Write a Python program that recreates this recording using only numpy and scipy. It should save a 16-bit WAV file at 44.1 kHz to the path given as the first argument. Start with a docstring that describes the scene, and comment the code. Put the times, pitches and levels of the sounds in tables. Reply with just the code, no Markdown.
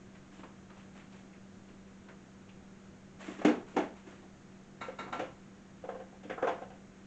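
"""Refrigerator in a small kitchen

Faint handling taps and rubs, a rustling door seal, two door thumps, a clinking jar, knocked containers.
Struck bodies: third-octave noise bands plus decaying sine modes. Rubs: grainy noise strokes.
Throughout: wavering hum tones over coloured noise, low-passed as by a phone across the counter."""
import sys
import numpy as np
from scipy import signal
from scipy.fft import rfft, irfft, next_fast_len
from scipy.io import wavfile

SR = 44100
rng = np.random.default_rng(int(sys.argv[2]) if len(sys.argv) > 2 else 0)


def store_pcm(level_fs):
    """Save levels as 16-bit WAV."""
    pcm = np.round(np.clip(level_fs, -1, 1) * 32767).astype(np.int16)
    wavfile.write(sys.argv[1], SR, np.atleast_2d(pcm).T)


N = 311602
TIME = np.arange(N) / SR

# Refrigerator motor tones: (frequency [Hz], rms level [dB])
HUM_TONES = [(193.8, -57), (484.5, -73.5)]
# Machine rumble spectrum: (frequency [Hz], relative density [dB per Hz])
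RUMBLE_COLOUR = [(15, 3.5), (30, -2.5), (55, 1.5), (100, 4.5), (150, 6.5), (210, 5.5), (270, -3.5),
                 (400, -80)]
# Steady room noise spectrum: (frequency [Hz], relative density [dB per Hz])
ROOM_COLOUR = [(140, -27.5), (240, -2.5), (271, -4), (382, -3), (418, -11), (478, -12.5), (664, -11),
               (924, -16.5), (1470, -16), (4940, -30), (6970, -25), (8600, -38), (11200, -71.5),
               (18900, -120)]
# Rubbing noise spectrum: (frequency [Hz], relative density [dB per Hz])
RUB_COLOUR = [(100, -8), (300, 7), (800, 4.5), (1700, 3.5), (3000, -1), (5000, -13.5), (7500, -7.5),
              (8600, -30)]
# Strokes on packaging and door seal: (start [s], length [s], level before sag [dB])
RUBS = [(0.307, .1, -58.5), (.75, 0.067, -61), (0.934, 0.045, -58.5), (1.108, 0.09, -61.5),
        (3.185, 0.16, -48.5), (3.658, .07, -57.5), (3.946, .03, -61), (4.056, 0.13, -61)]

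# Strikes: (time [s], level [dB], bass tilt [dB], treble tilt [dB], struck-spot resonance [Hz])
# Light taps of things being handled
SMALL_TAPS = [(.148, -64, -2, 2, 1700), (.388, -58.5, 1, -3, 300), (.432, -53.5, 5, -5, 1190),
              (.697, -59, -7, -2, 1200), (.768, -63.5, 6, 0, 1100), (.992, -66, 9, 3, 2200),
              (1.123, -67.5, -3, 5, 5500), (1.328, -68, -2, 3, 1900), (1.683, -63.5, 5, 0, 330),
              (2.083, -54, -3, -6.5, 1600), (2.486, -73, -7, 9, 2700), (4.118, -59.5, 5, -9, 1500),
              (4.222, -63.5, 11, -6, 806)]
# Blows on the door
DOOR_BLOWS = [(3.279, -53.5, 4, 0, 269), (3.308, -66, -3, 7, 258), (3.384, -55.5, 7, 2, 1300),
              (3.411, -45.5, -15, -8, 500), (3.447, -33, 4.5, -1.5, 304), (3.479, -36, 0, -7, 400),
              (3.735, -64, 12, -2, 700), (3.763, -35.5, 1, -5.5, 753), (3.780, -42.5, 1, -3, 420),
              (4.062, -61.5, 2.5, 0.5, 338)]
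# Jar clinks against a shelf
JAR_CLINKS = [(4.808, -41.5, 3.5, -2, 2160), (4.985, -41.5, 7.5, -0.5, 1400),
              (5.123, -39.5, 2.5, -4.5, 940), (5.160, -49, 16, -6, 1700)]
# Containers knocked on shelves and on each other
CONTAINER_KNOCKS = [(4.879, -46, 1, 3, 493), (5.050, -59, 7, -2, 258), (5.074, -47, -26, -5, 1050),
                    (5.125, -38, -20, 5.5, 950), (5.191, -36.5, 3, 6.5, 577), (5.236, -48, -13, 4, 720),
                    (5.835, -46.5, 2, -0.5, 750), (5.886, -39, -3, -4, 580), (5.942, -48, 3, -3, 557),
                    (5.996, -51, 4, 2, 757), (6.125, -56, -5, -7, 700), (6.229, -53, -2, 10, 496),
                    (6.248, -66.5, 26.5, 10, 255), (6.296, -36.5, 1, 2, 1940), (6.376, -39, -5, -9, 1200),
                    (6.423, -29.5, -0.5, -6, 1260), (6.440, -39.5, 2, -3, 410), (6.470, -29, -7, -1, 900),
                    (6.484, -35, -1, 1, 450), (6.573, -50, -5, 0, 950), (6.615, -45.5, 1, -1, 740),
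                    (6.699, -52.5, -1, 3, 740)]

# Crowd of close resonances of each body: (frequency [Hz], density [dB per Hz])
# Handled things
TAP_BODY = [(100, -18.5), (280, 5.5), (600, 3.5), (1300, -6), (2300, -3), (4000, -14.5), (8500, -44)]
# Door
DOOR_BODY = [(90, -13), (160, -33.5), (205, 9.5), (300, 2.5), (420, 8), (560, 4), (750, 5), (1000, -2.5),
             (1400, -1), (2100, -2.5), (2900, -6), (4600, -22.5), (6500, -17.5), (8500, -35)]
# Jar
JAR_BODY = [(100, -12), (180, -14.5), (250, -3.5), (350, -9), (500, -4.5), (950, -2.5), (1600, -6),
            (2300, -7.5), (3100, -21.5), (4000, -16.5), (5000, -34), (6800, -22), (8500, -51)]
# Containers
CONTAINER_BODY = [(100, -20.5), (190, -6.5), (310, -5.5), (420, -4), (520, 2), (620, -5), (760, -3.5),
                  (1000, -9.5), (1500, -8.5), (2200, -16), (3100, -19.5), (4200, -36), (7000, -32.5),
                  (8500, -52)]

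# Strong single modes of each body: (frequency [Hz], level [dB], t60 [s])
# Handled things
TAP_MODES = [(1230, -11, 0.19)]
# Door
DOOR_MODES = [(204.6, -9, 0.46), (242.3, -1.5, 0.28), (303, 8.5, 0.19), (332.7, -2, 0.19),
              (365.3, 2.5, 0.27), (387.2, -1.5, 0.34), (427, -8.5, 0.18), (497.5, -4.5, 0.21),
              (584, -13, 0.26), (650, -3, 0.29), (667, -6, 0.37), (778, -3.5, 0.19), (884, -19.5, 0.53),
              (1104, -9, 0.27), (1240, -23, 0.17), (1667, -17.5, 0.36), (2125, -12, 0.24),
              (2170, -15, 0.28), (3000, -20, .2)]
# Jar
JAR_MODES = [(930, -7, 0.38), (1043, -14, 0.58), (1203, -11, 0.35), (1270, -8, 0.25), (1534, -20.5, 0.45),
             (1715, -11.5, 0.22), (1870, -13.5, 0.19), (2050, -10, 0.22), (1354, 0, .36), (2222, -6, .3),
             (2800, -13, .34), (3755, -10, .2), (3942, -11, .2), (3700, -15, .2), (3900, -14, 0.16),
             (5350, -24, 0.24), (6640, -27, .28), (7300, -23.5, 0.32), (7520, -23, 0.3)]
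# Containers
CONTAINER_MODES = [(301.6, -6.5, 0.21), (408, -8.5, 0.16), (459.6, -1.5, 0.17), (506.8, -2.5, 0.17),
                   (522.3, -1, 0.26), (684, -13.5, 0.39), (736.7, -2, 0.17), (778, -12, 0.21),
                   (1045, -16, 0.3), (1285, -14, 0.18), (1583, -15, 0.26), (2890, -27.5, 0.31)]

RUMBLE_DB, ROOM_NOISE_DB = -59, -59
RUB_ATTACK_S, RUB_SAG_DB_PER_S, RUB_RELEASE_T60_S = 0.028, 30, 0.51
TREBLE_DAMPING = 0.045  # exponent: higher bands die sooner
CRACK_DB_PER_OCTAVE = 2.3  # the first crack is brighter than the ring
SOFT_BUILD = 0.18  # exponent of strength: gentler blows build up more slowly
SPOT_OCTAVES = 1 / 3  # Gaussian width of the struck spot's resonance
TOP_HZ = 8850


def undb(db):
    """Decibels to gain."""
    return 10 ** (np.asarray(db) / 20)


def unit(x):
    """Scale to rms 1."""
    return x / np.sqrt(np.mean(x ** 2))


def colour_at(hz, points):
    """Gain of a (Hz, dB) spectrum, interpolated over log frequency."""
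    points_hz, points_db = np.transpose(points)
    return undb(np.interp(np.log(np.maximum(hz, 1)), np.log(points_hz), points_db))


def noise(points):
    """White noise shaped to a spectrum, rms 1."""
    size = next_fast_len(N)
    spectrum = rfft(rng.standard_normal(size))
    gain = colour_at(np.fft.rfftfreq(size, 1 / SR), points)
    return unit(irfft(spectrum * gain, size)[:N])


def walk(rate_hz):
    """Random wander, rms 1: straight lines between rate_hz random points a second."""
    return unit(np.interp(TIME * rate_hz, np.arange(N), rng.standard_normal(N)))


def fade(t, t60_s):
    """Exponential decay by 60 dB in t60_s, floored at 5 ms."""
    return np.exp(-np.log(1000) * t / np.maximum(t60_s, .005))


def hum(waver_db=0.6, drift_hz=0.41):
    """Motor tones sharing a drifting clock and a wavering level; drift_hz is rms at the first tone."""
    clock = TIME + np.cumsum(drift_hz * walk(3.2)) / SR / HUM_TONES[0][0]
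    tones = sum(undb(db) * np.sqrt(2) * np.sin(2 * np.pi * hz * clock) for hz, db in HUM_TONES)
    return tones * undb(waver_db * walk(4.9))


def room_noise():
    """Low machine rumble under steady, soft broadband noise."""
    rumble = undb(RUMBLE_DB) * noise(RUMBLE_COLOUR)
    return rumble + undb(ROOM_NOISE_DB) * noise(ROOM_COLOUR)


def diffuse_bands():
    """Third-octave noises: the kitchen's dense reflections, band by band."""
    centres_hz = 100 * 2 ** (np.arange(20) / 3)
    edges = 2 ** (np.array([-1, 1]) / 6)
    filters = [signal.butter(3, hz * edges, "band", fs=SR, output="sos") for hz in centres_hz]
    return centres_hz, np.array([signal.sosfilt(sos, rng.standard_normal(N)) for sos in filters])


def contact(hz, bass_db, treble_db, spot_hz, spot_db):
    """Heavy, soft contact is bassy, hard contact bright; the struck spot lifts one region."""
    tilt_db = np.interp(np.log(hz), np.log([300, 700, 1200, 2600]), [bass_db, 0, 0, treble_db])
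    octaves_off = np.log2(hz / spot_hz)
    return undb(tilt_db + spot_db * np.exp(-.5 * (octaves_off / SPOT_OCTAVES) ** 2))


def blows(table, body, modes, diffuse, build_s, t60_s, crack_db, crack_t60_s, spot_db):
    """Blows crack and wake a body's modes; reflections build up in milliseconds, then die away.

    build_s holds for the strongest blow; t60_s and crack_db hold for the band near 1 kHz."""
    centres_hz, bands = diffuse
    mode_hz, mode_db, mode_t60_s = np.transpose(modes)
    t = np.arange(SR // 3) / SR  # each blow is cut off after 1/3 s
    early = t < .04

    relative_hz = centres_hz / centres_hz[10]
    band_t60_s = t60_s * relative_hz ** -TREBLE_DAMPING
    crack = undb(crack_db + CRACK_DB_PER_OCTAVE * np.log2(relative_hz))
    decay = fade(t, band_t60_s[:, None]) + crack[:, None] * fade(t, crack_t60_s)
    share = colour_at(centres_hz, body) * np.sqrt(centres_hz / 4000)  # wider bands hold more power

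    strongest_db = max(row[1] for row in table)
    out = np.zeros(N + len(t))
    for start_s, db, bass_db, treble_db, spot_hz in table:
        touch = bass_db, treble_db, spot_hz, spot_db

        offset = rng.integers(len(t), N - len(t))
        wash = bands[:, offset:offset + len(t)]
        early_rms = np.sqrt(np.mean(wash[:, early] ** 2, axis=1, keepdims=True))
        crowd = (share * contact(centres_hz, *touch)) @ (decay * wash / early_rms)

        phase = rng.uniform(0, 2 * np.pi, (len(modes), 1))
        rings = np.sin(2 * np.pi * mode_hz[:, None] * t + phase) * fade(t, mode_t60_s[:, None])
        ring = (undb(mode_db) * contact(mode_hz, *touch)) @ rings

        rise_s = build_s * undb(-SOFT_BUILD * (db - strongest_db))
        attack = np.minimum(t / rise_s, 1)
        i = int(start_s * SR)
        out[i:i + len(t)] += undb(db) * (crowd + ring) * attack
    return out[:N]


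def small_taps(diffuse):
    """Handled things: a broad wash with one ringing mode."""
    return blows(SMALL_TAPS, TAP_BODY, TAP_MODES, diffuse, build_s=0.0065, t60_s=0.26,
                 crack_db=0.5, crack_t60_s=0.035, spot_db=8.5)


def stroke(start_s, length_s):
    """Envelope of one rub: it grips, eases as it slides, then dies away in the room."""
    t = np.maximum(TIME - start_s, 0)
    held = np.minimum(t, length_s)
    attack = np.minimum(t / RUB_ATTACK_S, 1)
    return attack * undb(-RUB_SAG_DB_PER_S * held) * fade(t - held, RUB_RELEASE_T60_S)


def rubbing(grain_db=1.5, grain_rate_hz=400):
    """Rubber and plastic stick and let go in tiny uneven steps: noise with a grainy level."""
    pressure = sum(undb(db) * stroke(start_s, length_s) for start_s, length_s, db in RUBS)
    grains = undb(grain_db * walk(grain_rate_hz))
    return unit(noise(RUB_COLOUR) * grains) * pressure


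def door_thumps(diffuse):
    """Door: a strong crack, then many low modes."""
    return blows(DOOR_BLOWS, DOOR_BODY, DOOR_MODES, diffuse, build_s=0.0057, t60_s=0.33,
                 crack_db=1.5, crack_t60_s=0.033, spot_db=5.5)


def jar_clinks(diffuse):
    """Jar: little crack, modes reaching high into the treble."""
    return blows(JAR_CLINKS, JAR_BODY, JAR_MODES, diffuse, build_s=0.0056, t60_s=0.45,
                 crack_db=-16, crack_t60_s=0.042, spot_db=2.0)


def container_knocks(diffuse):
    """Containers: a brief crack and mostly low and middle modes."""
    return blows(CONTAINER_KNOCKS, CONTAINER_BODY, CONTAINER_MODES, diffuse, build_s=0.0044, t60_s=0.29,
                 crack_db=-5.5, crack_t60_s=0.015, spot_db=5.5)


def scene():
    """Sum of all sources, one channel."""
    diffuse = diffuse_bands()
    background = hum() + room_noise()
    handling = small_taps(diffuse) + rubbing()
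    strikes = door_thumps(diffuse) + jar_clinks(diffuse) + container_knocks(diffuse)
    return (background + handling + strikes)[None]


def record(dry):
    """The phone rounds off the top, then cuts it steeply."""
    rounded = signal.sosfilt(signal.butter(14, 8600, fs=SR, output="sos"), dry)
    return signal.sosfilt(signal.ellip(10, .2, 70, TOP_HZ, fs=SR, output="sos"), rounded)


dry = scene()
out = record(dry)
store_pcm(out)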